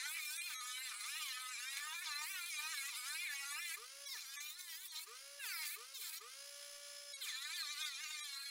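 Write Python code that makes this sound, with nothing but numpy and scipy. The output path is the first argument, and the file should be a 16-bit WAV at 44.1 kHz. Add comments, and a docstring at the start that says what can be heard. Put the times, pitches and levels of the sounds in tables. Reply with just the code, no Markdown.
"""Workbench, close up: a small rotary tool whines as wood meets its sanding drum in five passes and a graze.
Each hand stroke drags the speed to about half; between passes the motor runs up again. The grit repeats
every turn and buzzes through the resonances of wood and tool; torn fibres hiss; the wood chatters and
bites. Shaft harmonics and fan air make the whine, over a faint workshop rumble and hum.
At moments the noise drops out and a few clean tones remain."""
import sys
import numpy as np
from scipy import signal
from scipy.fft import rfft, irfft, next_fast_len
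from scipy.io import wavfile
from scipy.ndimage import uniform_filter1d, map_coordinates

SR = 44100
rng = np.random.default_rng(int(sys.argv[2]) if len(sys.argv) > 2 else 0)


def digitize_waveform(pressure):
    """Quantize a signal to 16-bit integers and store it at the path in sys.argv[1].

    Rows of a 2-D input are taken as channels; values are limited to [-1, 1].
    """
    field = np.atleast_2d(pressure).T
    bounded = np.clip(field, -1, 1)
    quanta = np.round(bounded * 32767).astype(np.int16)
    wavfile.write(sys.argv[1], SR, quanta)


N = 374839
TIME_S = np.arange(N) / SR
FREQ_HZ = np.maximum(np.arange(N // 2 + 1) * SR / N, 1)
IDLE_HZ = 573.6

# Levels are relative. Drag: share of idle speed lost.
# Buzz, rasp and hiss bands: low/Hz, high/Hz
BANDS = [(20, 3000), (3000, 7500), (7500, 20000)]
# Wood on drum: start/s, end/s, buzz/dB, rasp/dB, hiss/dB, sizzle above 12 kHz/dB, whine return delay/s
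PASSES = [(-.1, 3.752, -50, -56.5, -52, -3.5, 0.0078), (4.065, 5.04, -60, -52.5, -54, 2, 0.022),
          (5.401, 5.752, -52, -55, -57.5, 2, 0.0011), (5.945, 6.18, -64, -50.5, -56.5, 5, 0.022),
          (7.137, 7.16, -60.5, -50, -59, -6, 0), (7.215, 8.6, -61, -48.5, -53.5, -5, 0.0031)]
# Hand presses harder: start/s, length/s, first drag, last drag, buzz/dB, rasp/dB, hiss/dB
STROKES = [(-0.001, 0.14, 0.48, 0.38, -3, 4.5, 3), (0.181, 0.59, 0.52, 0.18, -0.5, 5, -0.5),
           (0.487, 0.44, 0.47, 0.56, -1.5, 0.5, -1), (0.858, 0.15, 0.2, 0.66, -2.5, 4.5, 0),
           (1.039, 0.32, 0.44, 0.23, -0.5, 4.5, -0.5), (1.203, 0.33, 0.45, 0.59, -0.5, 1.5, -2.5),
           (1.557, 0.42, 0.54, 0.41, -0.5, 3.5, -3), (2.042, 0.19, 0.6, 0.38, -1, 5, -4),
           (2.081, 0.35, 0.15, 0.47, 0.5, 4.5, -1), (2.497, 0.22, 0.57, 0.36, 1, 6.5, -0.5),
           (2.739, 0.24, 0.6, 0.36, 1, 5.5, 1), (2.917, 0.11, 0.29, 0.59, -3, 0.5, -1.5),
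           (3.074, 0.26, 0.45, 0.17, 3, 3.5, 0.5), (3.253, 0.28, 0.55, 0.49, 0.0, 1, -2.5),
           (3.562, 0.15, 0.24, 0.53, 1, 4, -0.5), (4.148, 0.1, 0.7, 0.68, 5, -1.5, -4.5),
           (4.291, 0.22, 0.49, 0.46, 3, -1, -3.5), (4.533, 0.2, 0.29, 0.54, -4.5, -6.5, -5),
           (4.864, 0.21, 0.58, 0.31, -2.5, -5.5, -2.5), (5.448, 0.22, 0.52, 0.51, 1.5, 5, 5.5),
           (5.986, 0.17, 0.63, 0.41, 6, -1, 3.5), (7.222, 0.077, 0.63, 0.81, 10, -0.5, -0.5),
           (7.333, 0.2, 0.54, 0.33, 8, -1.5, -4), (7.582, 0.22, 0.61, 0.48, 7.5, 0.5, -4),
           (7.837, 0.11, 0.51, 0.6, 7.5, -3, -6), (7.982, 0.21, 0.34, 0.54, 8, -3, -5.5),
           (8.235, 0.34, 0.54, 0.5, 4, -2.5, -4)]
# Grit catches (+) or wood slips (-): t/s, half length/s, added drag, buzz/dB, rasp/dB, hiss/dB
CATCHES = [(0.021, 0.062, -0.019, 5, 3, -4), (0.176, 0.03, 0.04, 4, 0, -2),
           (0.345, 0.036, -0.043, -3.5, 0, 3), (0.402, 0.028, -0.044, 1.5, -1.5, 1.5),
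           (0.639, 0.036, -0.041, 0.5, -2.5, 0.5), (0.929, 0.026, -0.027, 3, -5, 2.5),
           (0.575, 0.02201, 0.034, -2, -4.5, -5), (0.977, 0.025, 0.049, -3, -7, -0.5),
           (1.223, 0.019, -0.072, 4.5, 3, 2.5), (1.754, 0.033, 0.0057, 0.5, 3, 2.5),
           (1.937, 0.014, -0.13, 1, 1, -4), (1.992, 0.02, 0.029, -1.5, 0.5, 0),
           (2.196, 0.052, -0.054, 1.5, -2.5, 2.5), (2.279, 0.033, -0.16, -1.5, -2.5, 2),
           (2.466, 0.018, 0.074, -4, 3, 0), (2.922, 0.025, 0.23, -1, -1.5, 0.5),
           (2.968, 0.018, -0.18, -1.5, 0, 1.5), (3.098, 0.047, 0.0068, -4, 4, 1),
           (3.499, 0.045, -0.015, -1, 4.5, 3.5), (4.102, 0.06, -0.056, -1, 4.5, -3),
           (4.257, 0.065, 0.018, -6.5, -2.5, -3), (4.389, 0.019, 0, 3, -1, -1.5),
           (4.538, 0.044, -0.053, -4.5, 1, 0.5), (4.565, 0.018, -0.038, 2, 0.5, -6),
           (4.604, 0.014, 0.025, 6, 7.5, 3), (4.714, 0.04, -0.03, 9, 5.5, 1),
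           (4.802, 0.034, 0.085, -4.5, -4.5, -5), (4.896, 0.021, 0.0047, -17.5, -0.5, -8.5),
           (4.976, 0.03, 0.011, 3, 9.5, 0), (5.699, 0.049, 0.047, -2.5, -0.5, 5.5),
           (5.99, 0.018, -0.03, -9, -3, -4), (6.113, 0.012, -0.018, -4.5, -8.5, -5),
           (7.236, 0.024, -0.004, -10, 1.5, 1), (7.403, 0.018, 0.0092, -2.5, -2, 0.5),
           (7.528, 0.022, -0.015, 2, 0.5, 2), (7.696, 0.018, -0.13, 1, -0.5, -2),
           (7.605, 0.019, -0.08, 3.5, 3.5, 3.5), (7.755, 0.02, 0.01, -2, -6, -3),
           (7.786, 0.018, -0.12, 0.5, -1.5, 2), (7.845, 0.036, -0.0015, 4, 5.5, 4),
           (7.958, 0.016, -0.022, 0.5, 1, 0), (8.052, 0.014, 0.16, 3, 1.5, 2)]
# Grit digs in: t/s, half length/s, tearing over buzz/dB
TEARS = [(.16, .025, 9), (.52, .025, 12), (.91, .03, 8), (1.78, .035, 10), (2.05, .02, 10), (2.63, .02, 9),
         (2.93, .05, 11), (4.19, .04, 10), (4.87, .015, 10), (4.99, .03, 9), (5.66, .05, 11),
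         (6.07, .1, 10), (7.28, .05, 5), (8, .17, 4)]
# Chatter rings one wood resonance: t/s, half length/s, f/Hz, level/dB
CHATTER = [(0.035, .06, 1650, 11), (0.203, 0.066, 2300, 15), (0.443, 0.043, 2520, 19),
           (0.657, 0.087, 1250, 12), (0.818, 0.12, 3100, 9), (.85, 0.045, 4100, 15),
           (0.978, 0.11, 1210, 13.5), (1.175, 0.078, 2806, 7), (1.37, 0.098, 3136, 13),
           (1.434, 0.078, 1283, 17), (1.911, 0.1, 902, 16), (2.1, 0.069, 4040, 5.5),
           (2.141, 0.1, 852.5, 14.5), (2.626, 0.058, 863.6, 5), (3.22, 0.062, 2378, 18.5),
           (3.679, 0.069, 2274, 7.5), (4.201, 0.17, 5630, 9.5), (4.4, 0.051, 6440, 20),
           (4.47, 0.086, 3710, 12), (5.569, 0.062, 4868, 23), (5.613, 0.029, 2086, 8),
           (5.649, 0.058, 4565, 13.5), (7.368, 0.04, 3950, 4.5), (7.471, 0.038, 1750, 18),
           (7.635, 0.066, 4173, 10), (7.838, 0.025, 3520, 14), (8.401, 0.097, 1645, 13),
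           (8.419, .11, 4220, 12)]
# All noise drops out briefly, a few clean tones remain: t/s, half length/s, noise drop/dB
CLEAN_TONE_GAPS = [(.392, .018, 30), (.575, .027, 32), (4.065, .016, 10), (4.381, .018, 32),
                   (4.895, .02, 17), (7.155, .022, 22), (7.55, .012, 7), (7.635, .01, 7), (7.84, .018, 7),
                   (8.22, .018, 24)]
# Clean tone targets, each rounded to a shaft order: f/Hz
CLEAN_TONE_HZ = [1200, 1750, 2000, 2350, 3400, 3750, 5700, 6450, 8500, 11200]
# Broad sanding spectrum: f/Hz, level/dB
SANDING_SPECTRUM = [(120, -77), (200, -57.5), (293, -48.5), (715, -23.5), (923, -20), (1210, -21),
                    (1330, -10.5), (2420, -0.5), (2960, -8), (4030, -5), (5700, -12), (10800, -10.5),
                    (15500, -12.5)]
# Resonances and hollows of wood and tool: f/Hz, width/Hz, lift/dB
BODY_RESONANCES = [(291, 26, 12.5), (444, 32, 7), (524, 37, -26.5), (699, 76, -14), (942, 37, 8),
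                   (1210.5, 180, 18), (1308, 36, -8), (1526, 70, 3.5), (1755, 51, 8.5), (1837, 96, -5.5),
                   (2020, 360, 4.5), (2396, 70, 7), (2680, 29, -3), (3095, 110, -5), (3164, 130, 6),
                   (3315, 91, -9), (3494, 110, 7.5), (3904, 200, -0.5), (4120, 63, 13), (5330, 120, 5.5),
                   (6430, 1300, 3.5), (7480, 210, 3.5), (10640, 640, 5), (11980, 1300, -6)]
# Duller, broad piece of wood: f/Hz, width/Hz, lift/dB
BROAD_PIECE = [(3720, 760, 2.5), (5760, 840, -3)]
# Whine at idle: shaft order, level/dB
WHINE_ORDERS = [(1, -2.5), (2, -12), (2.5, -12), (3, -8), (4, -10), (5, -10), (5.5, -11), (6, -6), (7, -12),
                (8, -10), (9, 0), (10, -9), (11, -6), (12, -8), (13, -10), (16, -12), (17, -7), (18, -10),
                (19, -16)]
# Strongest overtone swells to a whistle: shaft order, t/s, half length/s, lift/dB
WHISTLE = (9, 7.06, .1, 4)
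# Fan air and brush noise: f/Hz, level/dB
AIR_SPECTRUM = [(120, -78), (200, -39), (506, -24), (564, -20), (690, -21), (1170, -17), (1540, -11.5),
                (1680, -16.5), (1880, -9), (2330, -9.5), (5300, -6.5), (8500, -14.5), (10400, -5.5),
                (12200, -18), (15500, -16.5)]
# Workshop rumble: f/Hz, level/dB
ROOM_SPECTRUM = [(20, 17.5), (35, -13), (60, -1.5), (120, -22), (190, -2.5), (260, -17), (400, -10.5),
                 (1000, -33)]
# Wood bites and sounds a tone: t/s, half length/s, shaft order, level/dB
BITES = [(4.127, .017, 7, -47), (4.95, .05, 13, -53), (5.965, .022, 7, -54), (7.148, .021, 7, -53),
         (7.229, .02, 7, -50), (7.294, .017, 12, -47), (8.44, .09, 15, -52)]


def undb(db):
    """dB to gain."""
    return 10 ** (np.asarray(db) / 20)


def unit(x):
    """Scale to rms 1."""
    return x / np.sqrt(np.mean(x ** 2))


def steady(x, window_s):
    """Hold short-term rms at 1."""
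    return x / np.sqrt(uniform_filter1d(x ** 2, int(window_s * SR)) + 1e-12)


def walk(rate_hz):
    """Smooth random drift, rms 1."""
    steps = np.repeat(rng.standard_normal(N // 64 + 1), 64)[:N]
    size = max(int(SR / rate_hz), 1)
    return unit(uniform_filter1d(uniform_filter1d(steps, size), size))


def span(t_s, half_s):
    """Flat-topped swell centred on t_s."""
    return np.interp(TIME_S, t_s + half_s * np.array([-1.3, -.6, .6, 1.3]), [0, 1, 1, 0])


def hold(start_s, end_s, attack_s=.012, release_s=.012):
    """1 from start to end, ramps outside."""
    return np.clip(np.minimum((TIME_S - start_s) / attack_s, (end_s - TIME_S) / release_s) + 1, 0, 1)


def spectrum_db(points):
    """Interpolate a spectrum over log frequency."""
    hz, db = np.transpose(points)
    return np.interp(np.log(FREQ_HZ), np.log(hz), db)


def resonance_db(hz, resonances=BODY_RESONANCES):
    """Summed resonance lift at hz."""
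    return sum(db / (1 + (2 * (hz - centre) / width) ** 2) for centre, width, db in resonances)


def colour(x, gain):
    """Filter by a gain given on FREQ_HZ."""
    size = next_fast_len(N, True)
    bins_hz = np.arange(size // 2 + 1) * SR / size
    return irfft(rfft(x, size) * np.interp(bins_hz, FREQ_HZ, gain), size)[:N]


def shelf(x, corner_hz, lift_db):
    """Time-varying treble lift."""
    return x + colour(x, 1 / (1 + (corner_hz / FREQ_HZ) ** 20)) * (undb(lift_db) - 1)


def hand(rest_drag=.17):
    """Strokes, catches and passes set drag, band levels and sizzle."""
    drag, bands_db, sizzle_db = np.full(N, rest_drag), np.zeros((3, N)), np.zeros(N)
    for start_s, length_s, first, last, *db in STROKES:
        press = hold(start_s, start_s + length_s, attack_s=.03, release_s=.04)
        drag += press * (np.interp(TIME_S, [start_s, start_s + length_s], [first, last]) - rest_drag)
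        bands_db += np.outer(db, press)
    for t_s, half_s, jerk, *db in CATCHES:
        swell = span(t_s, half_s)
        drag += jerk * swell
        bands_db += np.outer(db, swell)
    for start_s, end_s, *db, pass_sizzle_db, _ in PASSES:
        on = hold(start_s, end_s) > 0
        bands_db[:, on] += np.array(db)[:, None]
        sizzle_db[on] = pass_sizzle_db
    return drag, bands_db, sizzle_db


def spindle(drag, contact, tearing_db, inertia_s=.084, initial_drag=.56):
    """Shaft speed/Hz: lags the drag by rotor inertia, trembles under load, wobbles with the hand."""
    pole = np.exp(-1 / (inertia_s * SR))
    load = contact * np.clip(drag, 0, .9)
    lagged, _ = signal.lfilter([1 - pole], [1, -pole], load, zi=[initial_drag * pole])
    tremble = (.0003 + .005 * contact * undb(tearing_db / 2)) * walk(130)
    wobble = .006 * contact * walk(25)
    return IDLE_HZ * (1 - lagged) * (1 + tremble + wobble)


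def grit(turns, speed_hz, noise_drop_db, renew_hz=104.78, worn_share=.034, patchy_db=3.5, orders=52):
    """Grit force: a rough profile read once a turn, changing as the contact wanders along the drum."""
    worn = np.exp(2j * np.pi * rng.random(orders))
    drift = rng.standard_normal((1536, orders, 3))
    for k in range(orders):  # coarse bumps outlast fine ones
        drift[:, k] = unit(uniform_filter1d(drift[:, k], 4 + 40 // (k + 6), axis=0))
    fresh = (drift[..., 0] + 1j * drift[..., 1]) * undb(patchy_db * drift[..., 2])
    harmonics = np.sqrt(worn_share) * worn + np.sqrt(1 - worn_share) * fresh / np.std(fresh)
    profiles = irfft(np.pad(harmonics, ((0, 0), (1, 0))), 512)
    position = [TIME_S * renew_hz, turns % 1 * 512]
    rough = unit(map_coordinates(profiles, position, order=1, mode="grid-wrap"))
    rough_gain = undb(-noise_drop_db)
    tones = sum(clean_tones(t_s, half_s, np.interp(t_s, TIME_S, speed_hz))
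                for t_s, half_s, _ in CLEAN_TONE_GAPS)
    force = rough_gain * rough + np.sqrt(np.maximum(1 - rough_gain ** 2, 0)) * tones
    return force + chatter(force) / np.sqrt(orders)


def sanding(turns, speed_hz, band_gains, tearing_db, noise_drop_db, sizzle_db,
            fibres_db=(-17, -11.5, -3), grab_db=(2.5, 3, 4), broad_from_s=7):
    """Grit buzz and tearing fibres ring wood and tool; higher bands hold more tearing."""
    body = undb(spectrum_db(SANDING_SPECTRUM) + resonance_db(FREQ_HZ))
    radiation = .4 + .6 / (1 + (720 / FREQ_HZ) ** 12)  # small pieces radiate little bass
    buzz = colour(grit(turns, speed_hz, noise_drop_db), radiation)
    throb_db = 2.5 * np.cos(2 * np.pi * turns)  # drum runs out of true
    snap_db = 2 * walk(900)  # fibres snap unevenly
    fibres = rng.standard_normal(N) * undb(throb_db + snap_db)
    broad = undb(resonance_db(FREQ_HZ, BROAD_PIECE))
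    buzz, fibres = (np.where(TIME_S < broad_from_s, x, colour(x, broad)) for x in (buzz, fibres))
    grabs = walk(63) - 3 * np.maximum(walk(45) - 1, 0)  # fibres briefly let go
    rumble = unit(colour(fibres, body / (1 + (FREQ_HZ / 400) ** 12)))
    out = undb(-45) * band_gains[0] * rumble
    for band, (low_hz, high_hz) in enumerate(BANDS):
        passband = body * (FREQ_HZ >= low_hz) * (FREQ_HZ < high_hz)
        tear_gain = undb(fibres_db[band] + tearing_db - noise_drop_db + grab_db[band] * grabs)
        mix = steady(colour(buzz, passband), .023) + tear_gain * unit(colour(fibres, passband))
        judder = undb(1.29 * walk(200) + .86 * walk(76))
        out += mix / np.sqrt(1 + tear_gain ** 2) * band_gains[band] * judder
    return shelf(out, 12000, sizzle_db + 2 * walk(25))  # finest scraping comes in spurts


def bench(x, echo_db=-6, decay_s=.03):
    """Short reflections from vice, hands and bench ripple the treble."""
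    t_s = np.arange(1024) / SR
    echoes = rng.standard_normal(len(t_s)) * np.exp(-t_s / decay_s) * (t_s > .001)
    wet = signal.fftconvolve(x, echoes / np.linalg.norm(echoes))[:N]
    return x + undb(echo_db) * colour(wet, 1 / (1 + (2500 / FREQ_HZ) ** 2))


def motor(turns, speed_hz, air_gain, whine_gain, half_order_db=-21):
    """Shaft harmonics, shaken by the bearing, over fan air that pulses with the shaft."""
    cages = [np.cos(2 * np.pi * (.103 * turns + k / 3)) for k in range(3)]
    flutters = [undb(2 * walk(48) + 3 * cage) for cage in cages]
    whistle_order, whistle_s, half_s, whistle_db = WHISTLE
    octaves = np.log2(speed_hz / IDLE_HZ)
    orders = {k + .5: half_order_db for k in range(2, 19)} | dict(WHINE_ORDERS)
    whine = 0
    for k, (order, db) in enumerate(sorted(orders.items())):
        shake = flutters[k % 3] if order > 1 else 1  # unbalance tone is steady
        if order == whistle_order:
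            shake = shake * undb(whistle_db * span(whistle_s, half_s) + 35 * octaves)
        whine = whine + shake * undb(db - resonance_db(order * IDLE_HZ)) * shaft_tone(turns, order)
    # orders flare as they sweep the resonances; the small housing radiates little bass
    housing = undb(resonance_db(FREQ_HZ)) / np.sqrt(1 + (480 / FREQ_HZ) ** 14)
    whine = shelf(unit(colour(whine, housing)), 7200, 12 * octaves)  # shrill only near full speed
    pulse = undb(2 * np.cos(2 * np.pi * turns) + 3.5 * cages[0])
    air = bench(unit(colour(rng.standard_normal(N) * pulse, undb(spectrum_db(AIR_SPECTRUM)))))
    mix = undb(-56) * whine_gain * whine + undb(-58.5 + .89 * walk(21)) * air_gain * air
    return mix * undb(octaves)  # 1 dB per octave of speed


def shaft_tone(turns, order):
    """Sine locked to the shaft, random phase."""
    return np.sin(2 * np.pi * (order * turns + rng.random()))


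def workshop(contact, rumble_db=-93, handling_db=4, hum_hz=401.5, hum_db=-92.5):
    """Hum and faint rumble, stronger while the wood shakes the bench."""
    rumble = unit(colour(rng.standard_normal(N), undb(spectrum_db(ROOM_SPECTRUM))))
    rumble *= undb(rumble_db + handling_db * contact + 2.6 * walk(22))
    return rumble + undb(hum_db) * np.sqrt(2) * np.sin(2 * np.pi * hum_hz * TIME_S)


def chatter(force, width_hz=330):
    """The force rings single wood resonances in quick bursts."""
    bursts = unit(undb(3 * walk(55)))
    out = np.zeros(N)
    for t_s, half_s, ring_hz, db in CHATTER:
        ring = signal.lfilter(*signal.iirpeak(ring_hz, ring_hz / width_hz, fs=SR), force)
        out += span(t_s, half_s) * undb(db) * steady(ring, .024)
    return bursts * out


def clean_tones(t_s, half_s, speed_hz):
    """A few shaft orders of random strength hold their pitch through one gap in the noise."""
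    swell, tones = span(t_s, half_s), np.zeros(N)
    on = swell > 0
    tones_hz = np.round(np.array(CLEAN_TONE_HZ) / speed_hz) * speed_hz
    cycles = np.outer(tones_hz, TIME_S[on]) + rng.random((len(tones_hz), 1))
    gains = undb(2.1 * rng.standard_normal(len(tones_hz)))
    tones[on] = unit(gains @ np.sin(2 * np.pi * cycles))
    return swell * tones


def bites(turns, neighbour_db=-8, flutter_db=2):
    """Stick-slip locks to the drum: one order and the next follow its speed."""
    out = np.zeros(N)
    for t_s, half_s, order, db in BITES:
        pair = shaft_tone(turns, order) + undb(neighbour_db) * shaft_tone(turns, order + 1)
        out += span(t_s, half_s) * undb(db) * pair
    return out * undb(flutter_db * walk(150))


def scene(motor_duck_db=-8, whine_duck_db=-3, band_db_per_octave=(1.2, -2.2, 2.5)):
    """The shaft drives sanding, motor and bites; under load the motor's own sound recedes."""
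    contact = sum(hold(start_s, end_s) for start_s, end_s, *_ in PASSES)
    loaded = np.max([hold(start_s, end_s + delay_s) for start_s, end_s, *_, delay_s in PASSES], axis=0)
    tearing_db = sum(db * span(t_s, half_s) for t_s, half_s, db in TEARS)
    noise_drop_db = sum(db * span(t_s, half_s) for t_s, half_s, db in CLEAN_TONE_GAPS)
    drag, bands_db, sizzle_db = hand()
    speed_hz = spindle(drag, contact, tearing_db)
    turns = np.cumsum(speed_hz) / SR
    band_gains = contact * undb(bands_db + np.outer(band_db_per_octave, np.log2(speed_hz / 300)))
    dip = undb(-noise_drop_db)  # air and room drop out too
    tool = undb(motor_duck_db * loaded) * motor(turns, speed_hz, dip, undb(whine_duck_db * loaded))
    room = dip * workshop(contact)
    wood = bench(undb(.56) * sanding(turns, speed_hz, band_gains, tearing_db, noise_drop_db, sizzle_db))
    mono = wood + tool + room + bites(turns)
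    return np.array([mono, mono])


def record(dry, cutoff_hz=15750):
    """Steep low-pass."""
    return signal.sosfilt(signal.ellip(12, .1, 80, cutoff_hz, fs=SR, output="sos"), dry)


dry = scene()
out = record(dry)
digitize_waveform(out)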